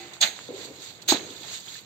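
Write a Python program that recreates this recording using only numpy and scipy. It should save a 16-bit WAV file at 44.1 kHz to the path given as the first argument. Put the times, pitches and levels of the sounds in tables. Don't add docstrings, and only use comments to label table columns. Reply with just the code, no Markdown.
import sys
import numpy as np
from scipy import signal
from scipy.fft import rfft, irfft, next_fast_len
from scipy.io import wavfile
from scipy.ndimage import uniform_filter1d, map_coordinates

SR = 44100
rng = np.random.default_rng(int(sys.argv[2]) if len(sys.argv) > 2 else 0)


def master(y):
    cut = np.clip(np.atleast_2d(y).T, -1, 1)
    pcm = np.round(cut * 32767)
    wavfile.write(sys.argv[1], SR, pcm.astype(np.int16))


N = 81585

CHOP_LEVELS = [[(.205, -60, 2, 1, -9, -17.5), (.2075, -40, -4, -10, -0.5, -25),
               (.2115, -34, 3, -12, -20, -26),
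               (.213, -23, -2, -19, -21, -27)] + [(0.218, -25.5, 2, -9.5, -7.5, -20),
               (0.232, -16.5, -11.5, -6.5, -19, -32), (0.25, -28.5, -6, -2.5, -11, -18),
               (0.324, -48.5, -1, -0.5, -4.5, -17.5), (0.36, -47, -6, -6, -16.5, -21)],
               [(1.075, -61.5, 0, -5.5, -9, -18), (1.0775, -46, 0.5, -8, -19, -14),
               (1.0805, -36.5, 1.5, -5, -22, -9), (1.083, -32.5, 0, -9, -22, -9),
               (1.0855, -22, -10, -16, -21.5, -10.5)] + [(1.09, -21.5, -2.5, -9, -19, -10.5),
               (1.104, -19, -8.5, -14.5, -23, -19), (1.128, -30, 0, -1.5, -1.5, -14.5),
               (1.15, -33, -10.5, -4.5, -6, -26), (1.196, -45, -4, -2, -3, -23),
               (1.27, -51, -0.5, -5, -9, -18.5)]]
DRAG_LEVELS = [
    [(.012, -49.5, -5.5, -3.5, -10, -16.5), (.1, -56.5, -1.5, 2.5, -3.5, -14.5),
     (.132, -58.5, -3, 6.5, 5.5, -13), (.137, -41.5, -2, -5, -8.5, -26), (.146, -53, -5, -4, -10, -19),
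     (.152, -52.5, -0.5, -1.5, -4.5, -11.5), (.198, -62, -1.5, 3.5, 4.5, -23)],
    [(0.365, -49.5, -4.5, -3, -5, -23), (0.461, -51, -4, -6, -8.5, -20), (0.503, -54.5, -6, -2.5, -5, -17),
     (0.519, -57, -3.5, 0.5, 2, -14), (0.545, -51.5, -3, -4.5, -6, -19),
     (0.617, -45.5, -5.5, -5.5, -10, -16.5), (0.645, -46, -2.5, -3.5, -8, -14),
     (0.66, -47, -2.5, -14, -8, -14)],
    [(0.672, -49.5, -5, -6, -7.5, -18), (0.718, -59, -1, -0.5, -1, -9), (0.77, -54.5, -1, -1.5, -8, -14.5),
     (0.778, -51, -13, -12, -9, -17.5), (0.83, -49, 1, -6, -13, -15), (0.908, -45.5, -10, -9.5, -14, -20),
     (0.924, -53, -5.5, -9.5, -9, -12), (1.016, -59, -6, -0.5, -10, -18)],
    [(1.021, -47, -4, -13, -22, -16.5), (1.029, -49, -6.5, -16, -14, -16), (1.037, -57, -1, 1, -4, -2),
     (1.049, -64.5, -2, -2, -5, -22), (1.066, -57.5, -5.5, -4, -1, -17.5)],
    [(1.275, -52.5, -1, 0.5, -4, -21.5), (1.311, -46.5, -5, -15, -19, -19.5), (1.315, -50, -5, -5, -5, -13),
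     (1.411, -48, -6, -8.5, -16, -15.5), (1.443, -47, -6.5, -5.5, -6, -17),
     (1.549, -41, -0.5, -7, -19.5, -19), (1.583, -44, -5, -12, -26, -17), (1.59, -47, -2, -9, -18.5, -14)],
    [(1.605, -49.5, -1, -12, -10, -14), (1.637, -51, -7.5, -11, -26, -14),
     (1.657, -51, -0.5, -6, -11.5, -12), (1.677, -47, -5, -8, -12.5, -16),
     (1.769, -47, -3.5, -6.5, -22, -13.5), (1.795, -48, -8.5, -9, -29.5, -17.5),
     (1.809, -59.5, 2.5, 0, -14, -5), (1.85, -57, -7, -6, -13, -14.5)],
]
# centre in Hz, width in Hz, gain in dB.
CHOP_BANDS = [
    [(1024, 180, -9), (1364, 450, -4.5), (5440, 670, -6)],
    [(5500, 130, 5)],
]
# pitch in Hz, width in Hz, gain in dB.
BLADE_MODES = [(3120, 16, -9.5), (3887, 63, 3), (4152, 66, -4.5), (6446, 100, 4.5), (6710, 75, -2.5),
               (6790, 96, -12), (8100, 29, -18), (7400, 35, -19), (7010, 65, -9.5), (8500, 65, -6.5)]
# frequency in Hz, gain in dB.
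CRUNCH_SPECTRUM = [(620, -43), (1300, -7.5), (1620, -5), (1760, -3), (1930, -4), (2090, -2), (3000, -5),
                   (3900, -20), (6600, -120)]
# frequency in Hz, gain in dB.
LOW_CRUNCH_SPECTRUM = [(400, -51), (540, -8), (620, -2), (800, -3.5), (920, -8), (1050, -10.5),
                       (1400, -39.5)]
# time in seconds, rumble level in dB.
TUMBLE_LEVELS = [
    [(.01, -53.5), (.2, -63.5), (.242, -51.5), (.32, -55.5), (.484, -60.5), (.487, -52)],
    [(0.491, -39), (0.515, -41.5), (0.527, -43), (0.551, -44), (0.583, -44.5), (0.6, -45.5), (0.8, -53.5),
     (0.881, -54), (0.923, -61), (0.965, -57), (1.07, -58.5)],
    [(1.15, -39), (1.166, -40.5), (1.214, -44), (1.242, -45.5), (1.288, -50), (1.388, -55.5),
     (1.416, -51.5), (1.44, -57), (1.468, -52), (1.594, -61), (1.6, -60.5)],
]
# pitch in Hz, width in Hz, gain in dB.
LUMP_MODES = [(224, 93, -9), (326, 76, -1.5), (401, 80, -0.5), (499, 118, -4)]
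# start in seconds, level before attack in dB, pitch in Hz, 60 dB decay in seconds.
THUD_HITS = [(0.241, -35, 199, 0.075), (.488, -26, 477, 0.033), (.488, -29, 226, .025),
             (0.5043, -26.5, 480, 0.038), (.518, -34, 300, 0.025), (0.5385, -30, 386, 0.1),
             (.5635, -32, 522, 0.037), (0.59, -34, 435, 0.055), (1.089, -26, 362, 0.049),
             (1.1197, -11, 278, 0.053), (1.1227, -8.5, 318, 0.034), (1.138, -28.5, 304, 0.071),
             (1.1452, -13, 300, 0.014), (1.159, -32, 330, 0.021), (1.178, -35, 196, 0.051),
             (1.199, -35, 393, 0.012), (1.209, -30, 353, 0.027), (1.255, -36.5, 393, 0.046),
             (1.287, -40.5, 404, 0.13), (1.305, -36, 291, 0.071), (1.355, -42, 390, 0.088),
             (1.408, -41, 338, .06)]
# pitch in Hz, level over the knock in dB, 60 dB decay in seconds.
BED_MODES = [(750, -18, 0.019), (878, 10, 0.015), (1050, 6, 0.013), (1490, -24, 0.023)]
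# start in seconds, reference level in dB, pitch in Hz, 60 dB decay in cycles of that pitch.
PEBBLE_TICKS = [(.1365, -36.5, 4180, 7.2), (.168, -37.5, 1000, 4.8), (.3905, -21.5, 1430, 2.4),
                (0.654, -32, 3600, 9.8), (.84, -32.5, 3890, 4.5), (1.172, -20.5, 3600, 13.7),
                (1.305, -33.5, 3500, 22), (1.433, -37.5, 3470, 40), (1.487, -33, 3720, 12),
                (1.527, -31.5, 3350, 9.1), (1.553, -30.5, 3420, 12), (1.576, -34.5, 3710, 12),
                (1.683, -37, 3290, 50), (1.729, -35.5, 3670, 25), (1.755, -43, 1730, 47)]
# pitch in Hz, level over the ring setting in dB, 60 dB decay in seconds.
METAL_MODES = [(348, -1, 0.58), (770, -2, 0.37), (2020, -7.5, .5), (2290, -10, 0.49), (2560, -7, 0.3)]
# frequency in Hz, gain in dB.
AIR_SPECTRUM = [(18, -45), (30, -25.5), (43, -10.5), (119, 4), (204, -2.5), (418, -15), (949, -10.5),
                (1500, -16), (1950, -47), (3300, -120)]
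# frequency in Hz, gain in dB.
LEFT_PORT = [(500, -15), (1000, -15.5), (2000, -16.5), (3000, -19.5), (4200, -13), (5100, -18.5),
             (5900, -30), (6500, -5.5), (7100, -13), (7600, -5.5), (8000, -14.5), (8600, -20.5),
             (11500, -22), (15500, -18)]
# frequency in Hz, gain in dB.
RIGHT_PORT = [(500, -9.5), (1000, -15.5), (2000, -10.5), (3000, -9.5), (3700, 2.5), (4300, -2.5),
              (4700, -4), (5100, -16), (5700, -13.5), (6300, -7), (7500, -6.5), (8000, -14.5), (8600, -16),
              (11500, -20.5), (14000, -18), (15800, -34.5)]
# frequency in Hz, lag in radians.
PORT_LAG = [(300, -0.5), (2500, 1.23), (4000, -0.5), (5000, 2.5), (5500, 3), (6500, 6.5), (7500, 9.5),
            (8500, 10.5), (11500, 10.5), (16000, 16.5)]
CODEC_GAP = (8550, 11550)

DRAG_TRAIL_S = .00008
DRAG_BLADE_DB, CHOP_BLADE_DB = 0, 4.5
GRAVEL_PER_S, GRAVEL_T60_S = 170, 0.013
GRAVEL_HZ, GRAVEL_OCTAVES = 3796, 0.3
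GRAVEL_DB, GRAVEL_SPREAD_DB = 2, 3.5
THUD_CUT_HZ = 94
THUD_TRAIL_S = 0.00015
KNOCK_S, KNOCK_DB = 1.1225, -21.5
CRACK_DB, CRACK_T60_S = -2.5, 0.0037
RING_DB, AIR_DB = -42, -56.5
LOW_CUT_HZ, TOP_HZ = 53, 15750


def amp(db):
    return 10 ** (np.asarray(db) / 20)


def unit(x):
    return x / np.sqrt(np.mean(x.mean(0) ** 2) + 1e-20)


def along(points, hz):
    point_hz, value = np.transpose(points)
    return np.interp(np.log(hz + 1), np.log(point_hz + 1), value)


def curves(tables):
    s, *columns = np.transpose(sorted(row for table in tables for row in table))
    return [np.interp(np.arange(N) / SR, s, column) for column in columns]


def wobble(rate):
    knots = rng.standard_normal(int(N * rate / SR) + 4)
    return map_coordinates(knots, [np.arange(N) * rate / SR])


def filtered(x, response):
    m = next_fast_len(N + SR // 2)
    hz = np.fft.rfftfreq(m, 1 / SR)
    return irfft(rfft(x, m) * response(hz), m)[..., :N]


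def low_cut(hz, corner_hz):
    return (1j * hz / (corner_hz + 1j * hz)) ** 2


def band(hz, lo_hz, hi_hz, order):
    return 1 / np.sqrt((1 + (lo_hz / (hz + 1)) ** order) * (1 + (hz / hi_hz) ** order))


def resonances(hz, peaks):
    total = 0
    for k, (c, w, db) in enumerate(peaks):
        total = total + (-1) ** k * amp(db) * 1j * hz * w / (c * c - hz * hz + 1j * hz * w)
    return total


def ports(hz, trail_s):
    late = np.exp(-1j * (along(PORT_LAG, hz) + 2 * np.pi * hz * trail_s))
    return np.array([amp(along(LEFT_PORT, hz)), amp(along(RIGHT_PORT, hz)) * late])


def grains(per_s, spread_db, clump_db, clump_rate, alike):
    hit = rng.random((3, N)) < per_s / SR
    x = hit * rng.standard_normal((3, N)) * amp(spread_db * rng.exponential(size=(3, N)))
    both = np.sqrt(alike) * x[0] + np.sqrt(1 - alike) * x[1:]
    return amp(clump_db * wobble(clump_rate)) * both


def patchy(x, depth_db):
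    z = signal.stft(x, nperseg=256)[2]
    field = rng.standard_normal(z.shape[1:])
    field = uniform_filter1d(field, size=3, axis=0)
    field = uniform_filter1d(field, size=4, axis=1)
    return signal.istft(z * amp(depth_db * field / field.std()), nperseg=256)[1][:, :N]


def ring(hz, db, t60, attack, length_s=.5):
    t = np.arange(int(SR * length_s)) / SR
    return amp(db - 60 * t / t60) * np.sin(2 * np.pi * hz * t) * (1 - np.exp(-t / attack))


def add(x, s, wave):
    part = x[round(s * SR):][:len(wave)]
    part += wave[:len(part)]


def grit():
    t = np.arange(N) / SR
    x = grit_from(DRAG_TRAIL_S, DRAG_BLADE_DB, [])
    for chop, bands in zip(CHOP_LEVELS, CHOP_BANDS):
        biting = (t > chop[0][0]) & (t < chop[-1][0])
        x = np.where(biting, grit_from(0, CHOP_BLADE_DB, bands), x)
    return x


def grit_from(trail_s, ring_db, bands):
    hiss_db, upper_db, crunch_db, low_db, sizzle_db = curves(CHOP_LEVELS + DRAG_LEVELS)
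    fine = patchy(grains(16000, 1.1, 0.73, 160, 0.24), 1.42)
    coarse = patchy(grains(9000, 1, 0.79, 90, 0.37), 0.54)

    def heard(hz):
        shape_db = sum(db * np.exp(-((hz - c) / w * 2) ** 4) for c, w, db in bands)
        return ports(hz, trail_s) * amp(shape_db)

    def steel(lo_hz, hi_hz):
        return unit(filtered(fine, lambda hz: heard(hz) * blade(hz, ring_db) * band(hz, lo_hz, hi_hz, order=14)))

    def crunching(spectrum):
        return unit(filtered(coarse, lambda hz: heard(hz) / amp(along(RIGHT_PORT, hz)) * amp(along(spectrum, hz))))

    layers = steel(2590, 5510)
    layers = layers + amp(upper_db) * steel(5570, 10560)
    layers = layers + amp(sizzle_db) * steel(10500, 17000)
    layers = layers + amp(crunch_db) * crunching(CRUNCH_SPECTRUM)
    layers = layers + amp(low_db) * crunching(LOW_CRUNCH_SPECTRUM)
    return amp(hiss_db) * layers


def blade(hz, ring_db):
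    return 1 + amp(ring_db) * resonances(hz, BLADE_MODES)


def gravel():
    x, hiss_db = np.zeros(N), curves(CHOP_LEVELS + DRAG_LEVELS)[0]
    count = int(GRAVEL_PER_S * N / SR)
    places, sizes, tones = rng.random(count), rng.exponential(size=count), rng.standard_normal(count)
    for place, size, tone in zip(places, sizes, tones):
        db = hiss_db[int(place * N)] + GRAVEL_DB + GRAVEL_SPREAD_DB * size
        hz = GRAVEL_HZ * 2 ** (GRAVEL_OCTAVES * tone)
        add(x, place * N / SR, ring(hz, db, GRAVEL_T60_S, .0002, length_s=.03))
    return filtered(x, lambda hz: ports(hz, DRAG_TRAIL_S))


def tumble():
    level_db, = curves(TUMBLE_LEVELS)
    contacts = grains(2500, 2.04, 1.5, 45.3, 0.76)
    rumble = filtered(contacts, lambda hz: resonances(hz, LUMP_MODES) * band(hz, 120, 655, order=8))
    return amp(level_db) * unit(rumble)


def blows():
    x = np.zeros(N)
    for s, db, hz, t60 in THUD_HITS:
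        add(x, s, ring(hz, db, t60, 0.00097))
    add(x, KNOCK_S, sum(ring(hz, KNOCK_DB + db, t60, 0.00016) for hz, db, t60 in BED_MODES))

    def placed(hz):
        late = np.exp(-2j * np.pi * hz * [[0], [THUD_TRAIL_S]])
        return low_cut(hz, THUD_CUT_HZ) * amp([[-.4], [.4]]) * late
    return filtered(x, placed)


def pebbles():
    rings, cracks, t = np.zeros(N), np.zeros(N), np.arange(SR // 100) / SR
    for s, db, hz, cycles in PEBBLE_TICKS:
        add(rings, s, ring(hz, db + 6, cycles / hz, .0001))
        add(cracks, s, amp(db + CRACK_DB - 60 * t / CRACK_T60_S) * rng.standard_normal(len(t)))
    rings = filtered(rings, lambda hz: amp([[-3.5], [2.5]]) * low_cut(hz, 450))
    cracks = filtered(cracks, lambda hz: ports(hz, DRAG_TRAIL_S) * band(hz, 2800, 20000, order=4))
    return rings + cracks


def metal():
    x = np.zeros(N)
    add(x, 0, sum(ring(hz, RING_DB + db, t60, 0.0023) for hz, db, t60 in METAL_MODES))
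    return x * amp([[-1.2], [1.2]])


def air():
    noise = rng.standard_normal((3, N))
    both = noise[0] + 0.71 * noise[1:]
    murmur = filtered(both, lambda hz: amp(along(AIR_SPECTRUM, hz)))
    return amp(AIR_DB + 1.0 * wobble(3.7)) * unit(murmur)


def scene():
    return grit() + gravel() + tumble() + blows() + pebbles() + metal() + air()


def record(dry):
    def response(hz):
        kept = ((hz < CODEC_GAP[0]) | (hz > CODEC_GAP[1])) & (hz < TOP_HZ)
        return kept * low_cut(hz, LOW_CUT_HZ)
    return filtered(dry, response)


dry = scene()
out = record(dry)
master(out)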